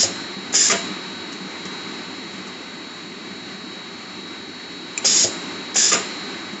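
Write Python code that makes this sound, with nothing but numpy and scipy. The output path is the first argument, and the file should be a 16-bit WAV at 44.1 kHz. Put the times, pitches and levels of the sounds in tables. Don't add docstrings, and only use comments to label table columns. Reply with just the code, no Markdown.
import sys
import numpy as np
from scipy import signal
from scipy.fft import rfft, irfft, next_fast_len
from scipy.io import wavfile
from scipy.ndimage import map_coordinates

SR = 44100
rng = np.random.default_rng(int(sys.argv[2]) if len(sys.argv) > 2 else 0)


def int16_out(signal):
    q = np.round(np.clip(np.atleast_2d(signal).T, -1, 1) * 32767)
    wavfile.write(sys.argv[1], SR, q.astype(np.int16))


N = 291060

# time in seconds, relative level in dB.
BACKGROUND_SWELL = [(0.0, -34), (0.31, -36.5), (0.57, -36.5), (0.7, -33), (1.25, -37.5), (1.8, -36),
                    (2.65, -39.5), (4.85, -39.5), (5.02, -36.5), (5.16, -34.5), (5.42, -35), (5.77, -37.5),
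                    (5.94, -33), (6.32, -35.5), (6.6, -38)]
# frequency in Hz, relative level in dB.
FAN_RUMBLE = [(25, -29), (50, -29), (75, -22.5), (100, -10), (133, -18), (165, -5.5), (192, 0.5),
              (220, -3.5), (248, 0.5), (272, -1.5), (297, -0.5), (400, -3), (460, -10.5), (700, -32)]
FAN_RUSH = [(250, -41.5), (420, -15), (480, -14), (516, -7), (828, -4.5), (912, -8.5), (1280, -5),
            (1630, -5), (2000, -3.5), (3670, -11), (3810, -10), (4000, -10.5), (4410, -10.5), (4570, -11),
            (7600, -23.5), (9880, -51.5), (16700, -120)]
# centre in Hz, width in Hz, boost in dB.
RUSH_PEAKS = [(922, 31, 7.5), (1042, 26, 5), (1145, 28, 6.5), (1257, 13, 6.5), (1515, 7.1, 8.5),
              (2056, 65, 2), (2280, 22, 5.5), (7110, 470, 8.5)]
SWITCHING_HZ = [3880.6, 4119.2, 4357.9]
# level in dB, dB gained per dB of background swell.
SWITCHING_LEVELS = [(-41.5, 0.9), (-46, 1.3), (-47, 0.2)]
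SIDEBAND_LEVELS = [(-24.5, -10.5), (-10, -13.5), (-8.5, -20)]
# pitch in Hz, level in dB.
FAINT_WHISTLES = [(3685, -62), (4279.5, -62), (4510, -60)]

# frequency in Hz, time to fall 60 dB in seconds.
WALL_DECAY = [(200, 0.22), (2000, 0.54), (8000, 0.19)]
HALL_DECAY = [(200, 0.75), (2000, 0.68), (5000, 0.73), (8000, 0.56)]
# frequency in Hz, gain in dB.
ROOM_HISS_EQ = [(100, 1), (500, 2), (2800, 0), (4200, 1.5), (5200, -1), (6400, -8.5), (7050, 5),
                (7700, 0.5)]

# start in seconds, bump level in dB, crackle level in dB.
CARTON_TOUCHES = [(.365, -27.5, -57), (.9, -29, -49), (1.322, -49, -34), (1.343, -52, -53),
                  (1.408, -30.5, -48), (1.653, -32, -30.5), (1.721, -36, -35.5), (2.336, -34.5, -39),
                  (2.468, -41, -37.5), (3.523, -33.5, -55), (4.166, -34, -65), (6.531, -27.5, -39)]
# start in seconds, air flow in dB.
DOWN_STROKES = [(-.164, -15.5), (5.045, -17)]
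UP_STROKES = [(.538, -15), (5.756, -14.5)]
# seconds into the stroke, clank dB, rattle dB.
BRAKING_JOLTS = [(0.1606, -18.5, -21), (0.176, -35, -21), (.197, -50, -32.5)]
# seconds into the stroke, level in dB.
STOP_KNOCKS = [(.187, -19.5), (.212, -28)]

# pitch in Hz, relative level in dB, seconds to fall 60 dB.
CARTON_MODES = [(195.3, 2, 0.21), (240, -7.5, 0.14), (293, -5, 0.039), (370, 2.5, 0.06), (1180, -22.5, .04)]
VALVE_MODES = [(2380, -8, .022), (2500, -4, 0.018), (5230, -12, 0.025), (6374, -13, 0.022),
               (7300, -4, 0.035), (7600, -11, .02)]
CYLINDER_MODES = [(406, -11, 0.32), (534, 0, 0.055), (786, -1, 0.061), (990, -5.5, 0.037)]
PAD_MODES = [(107, -11.5, 0.15), (351.5, -6, 0.25), (550, -6.5, 0.1), (625, -4, 0.073), (631, 1, 0.043)]
LINKAGE_MODES = [(450, -3.5, 0.08), (1218, 6, 0.067), (1660, -7, .08), (2025, 3, 0.11)]
FRAME_MODES = [(191.8, -7.5, 0.23), (386, -5.5, 0.11), (416, -2, .09), (567, -4.5, 0.093), (676, 0, 0.1),
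               (800, -14, 0.14), (968, -10.5, 0.2), (1430, -6.5, 0.14)]
# frequency in Hz, relative level in dB.
FILM_CRACKLE = [(400, -12), (1100, 3), (2300, -6), (3500, -8), (6500, -1), (8000, -6.5)]
LINKAGE_RATTLE = [(120, -44), (450, 5), (850, -8), (1250, -2), (1700, -1.5), (2400, 0), (3300, -3),
                  (4500, -21), (8000, -30)]
BED_THUMP = [(40, -31), (75, -13.5), (130, -6.5), (250, -4), (420, 0), (680, -3), (900, -9.5), (2000, -37)]
JET_HISS = [(100, -38.5), (400, -9), (1000, -34), (1600, -10), (2600, -8), (4200, -6), (5000, 1.5),
            (6500, 4.5), (7500, 2.5), (8000, -3.5)]
# centre in Hz, width in Hz, gain in dB.
DOWN_PORT = [(3060, 90, 7), (3556, 39, 16), (4200, 250, 5), (4790, 81, 12), (5070, 100, 11),
             (5500, 270, 5.5), (5800, 90, -2), (6560, 45, -11.5), (6690, 160, 11.5), (7320, 160, 7)]
UP_PORT = [(1700, 130, 9.5), (3590, 150, 10.5), (4020, 290, -23.5), (4750, 90, 2.5), (5090, 120, 9),
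           (5550, 82, -2.5), (5740, 60, 6), (6460, 68, 6.5), (6800, 130, 6.5), (7170, 95, 13.5)]


def amp(db):
    return 10 ** (np.asarray(db) / 20)


def along(points, hz):
    freqs, values = np.transpose(points)
    return np.interp(np.log(hz + 1), np.log(freqs + 1), values)


def wobble(rate):
    knots = rng.standard_normal(int(N * rate / SR) + 4)
    return map_coordinates(knots, [np.arange(N) * rate / SR])


def filtered(x, response):
    size = next_fast_len(N + SR // 2)
    return irfft(rfft(x, size) * response(np.fft.rfftfreq(size, 1 / SR)), size)[..., :N]


def noise(spectrum, resonances=()):
    def response(hz):
        humps = sum(db * np.exp(-((hz - centre) / width) ** 2) for centre, width, db in resonances)
        return amp(along(spectrum, hz) + humps)
    coloured = filtered(rng.standard_normal(N), response)
    return coloured / np.sqrt(np.mean(coloured ** 2) + 1e-20)


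def add(track, start_s, sound):
    start = round(start_s * SR)
    part, rest = track[max(start, 0):], sound[max(-start, 0):]
    part[:len(rest)] += rest[:len(part)]


def struck(hits, modes, attack_s):
    out, t = np.zeros(N), np.arange(SR // 2) / SR
    hz, level_db, t60 = np.transpose(modes)[:, :, None]
    for start, db in hits:
        strength, detune = rng.standard_normal((2, *hz.shape))
        phase = 2 * np.pi * hz * (1 + .006 * detune) * t
        ring = (amp(level_db + 1.5 * strength - 60 * t / t60) * np.sin(phase)).sum(0)
        add(out, start, amp(db) * ring * (1 - np.exp(-t / attack_s)))
    return out


def bursts(hits, spectrum, t60, attack_s):
    envelope, t = np.zeros(N), np.arange(SR // 2) / SR
    for start, db in hits:
        add(envelope, start, amp(db - 60 * t / t60) * (1 - np.exp(-t / attack_s)))
    return envelope * noise(spectrum)


def during(strokes, blows):
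    return np.array([(start + delay, *levels) for start, _ in strokes for delay, *levels in blows])


def reverb(x, decay, delay_s):
    hz, t, spectra = signal.stft(rng.standard_normal(SR), SR, nperseg=256)
    fade = amp(-60 * t / along(decay, hz)[:, None])
    tail = signal.istft(spectra * fade, SR, nperseg=256)[1]
    tail = np.pad(tail / np.linalg.norm(tail), (int(delay_s * SR), 0))
    return signal.fftconvolve(x, tail)[:N]


def fan(swell_db):
    rumble = amp(-37 + .8 * swell_db + .67 * wobble(10)) * noise(FAN_RUMBLE)
    rush = amp(-36.5 + swell_db + .63 * wobble(12)) * noise(FAN_RUSH, RUSH_PEAKS)
    return rumble + rush


def motor_drive(swell_db, beat_hz=43.1):
    t = np.arange(N) / SR
    tone = lambda hz: np.sqrt(2) * np.sin(2 * np.pi * (hz * t + rng.random()))
    whine = sum(amp(db) * tone(hz) for hz, db in FAINT_WHISTLES)
    for hz, (lower_db, upper_db), (db, follow) in zip(SWITCHING_HZ, SIDEBAND_LEVELS, SWITCHING_LEVELS):
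        sidebands = amp(lower_db) * tone(hz - beat_hz) + amp(upper_db) * tone(hz + beat_hz)
        waver_db = -1.44 * wobble(5)
        whine += amp(db + follow * swell_db + waver_db) * (tone(hz) + sidebands)
    return whine


def workshop_echo(contacts, clicks, flow):
    hiss = amp(2) * exhaust(flow, port=[], flutter_db=2.5)
    scattered = contacts + amp(-4) * clicks + filtered(hiss, lambda hz: amp(along(ROOM_HISS_EQ, hz)))
    walls = amp(-11) * reverb(scattered, WALL_DECAY, delay_s=.006)
    return walls + amp(-14.5) * reverb(scattered, HALL_DECAY, delay_s=.015)


def carton():
    touches = np.array(CARTON_TOUCHES)
    crackle = bursts(touches[:, [0, 2]], FILM_CRACKLE, t60=.12, attack_s=.001) * amp(3 * wobble(500))
    return struck(touches[:, [0, 1]], CARTON_MODES, attack_s=.0035) + crackle


def valve(lead_s=.0685):
    tick, seat = (-lead_s - .003, -26.5), (-lead_s, -9)
    clicks = during(DOWN_STROKES, [tick, seat])
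    ring = struck(clicks, VALVE_MODES, attack_s=.0013)
    return ring + amp(-12.5) * bursts(clicks, JET_HISS, t60=.056, attack_s=.00067)


def sealing_bar(lurch_lead_s=.0018, landing_s=.197):
    strokes = DOWN_STROKES + UP_STROKES
    lurch = struck(during(strokes, [(-lurch_lead_s, -24.5)]), CYLINDER_MODES, attack_s=.0014)
    slack = during(strokes, [(-lurch_lead_s, -41.5, -23.5)])

    landings = during(DOWN_STROKES, [(landing_s, -20)])
    thud = struck(landings, PAD_MODES, attack_s=.0017)
    thud += amp(-5) * bursts(landings, BED_THUMP, t60=.2, attack_s=.003)

    jolts = np.vstack([slack, during(UP_STROKES, BRAKING_JOLTS)])
    clank = struck(jolts[:, [0, 1]], LINKAGE_MODES, attack_s=.0052)
    rattle = bursts(jolts[:, [0, 2]], LINKAGE_RATTLE, t60=.14, attack_s=.0014)

    knocks = during(UP_STROKES, STOP_KNOCKS)
    stop = struck(knocks, FRAME_MODES, attack_s=.0015)
    stop += amp(-8.5) * bursts(knocks, BED_THUMP, t60=.12, attack_s=.002)
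    return lurch + thud + clank + rattle * amp(1.8 * wobble(300)) + stop


def cushion(entry_s=.157, width_s=.003, choke_db=-20):
    t = np.arange(N) / SR
    dips = sum(np.exp(-((t - start - entry_s) / width_s) ** 2) for start, _ in UP_STROKES)
    return amp(choke_db * dips)


def airflow(strokes, hold_s, release_s, leak_db, leak_s=.015, attack_s=.014, surge_s=.022):
    flow = np.zeros(N)
    for start, db in strokes:
        t = np.arange(N) / SR - start
        leak = amp(leak_db) * np.interp(t, [-leak_s, -leak_s / 2, attack_s], [0, 1, 0])
        surge_db = 7 * np.exp(-np.maximum(t, 0) / surge_s)
        fall_db = -60 * np.maximum(t - hold_s, 0) / release_s
        flow += amp(db) * (leak + np.clip(t / attack_s, 0, 1) * amp(surge_db + fall_db))
    return flow


def exhaust(flow, port, flutter_db):
    return flow * amp(flutter_db * wobble(650)) * noise(JET_HISS, port)


def scene():
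    flicker = amp(.9 * wobble(76))
    down_flow = flicker * airflow(DOWN_STROKES, hold_s=.2, release_s=.12, leak_db=-24)
    up_flow = flicker * cushion() * airflow(UP_STROKES, hold_s=.19, release_s=.032, leak_db=-10)
    down_hiss = amp(2) * exhaust(down_flow, DOWN_PORT, flutter_db=.5)
    up_hiss = amp(-1) * exhaust(up_flow, UP_PORT, flutter_db=1)
    contacts = sealing_bar() + carton()
    clicks = valve()
    echo = workshop_echo(contacts, clicks, down_flow + up_flow)
    swell_db = np.interp(np.arange(N) / SR, *np.transpose(BACKGROUND_SWELL))
    swell_db -= swell_db.mean()
    mono = fan(swell_db) + motor_drive(swell_db) + echo + contacts + clicks + down_hiss + up_hiss
    return np.array([mono, mono])


def record(dry, low_cut_hz=55, high_cut_hz=7720):
    thinned = signal.sosfilt(signal.butter(2, low_cut_hz, "highpass", fs=SR, output="sos"), dry)
    return filtered(thinned, lambda hz: 1 / np.sqrt(1 + (hz / high_cut_hz) ** 170))


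dry = scene()
out = record(dry)
int16_out(out)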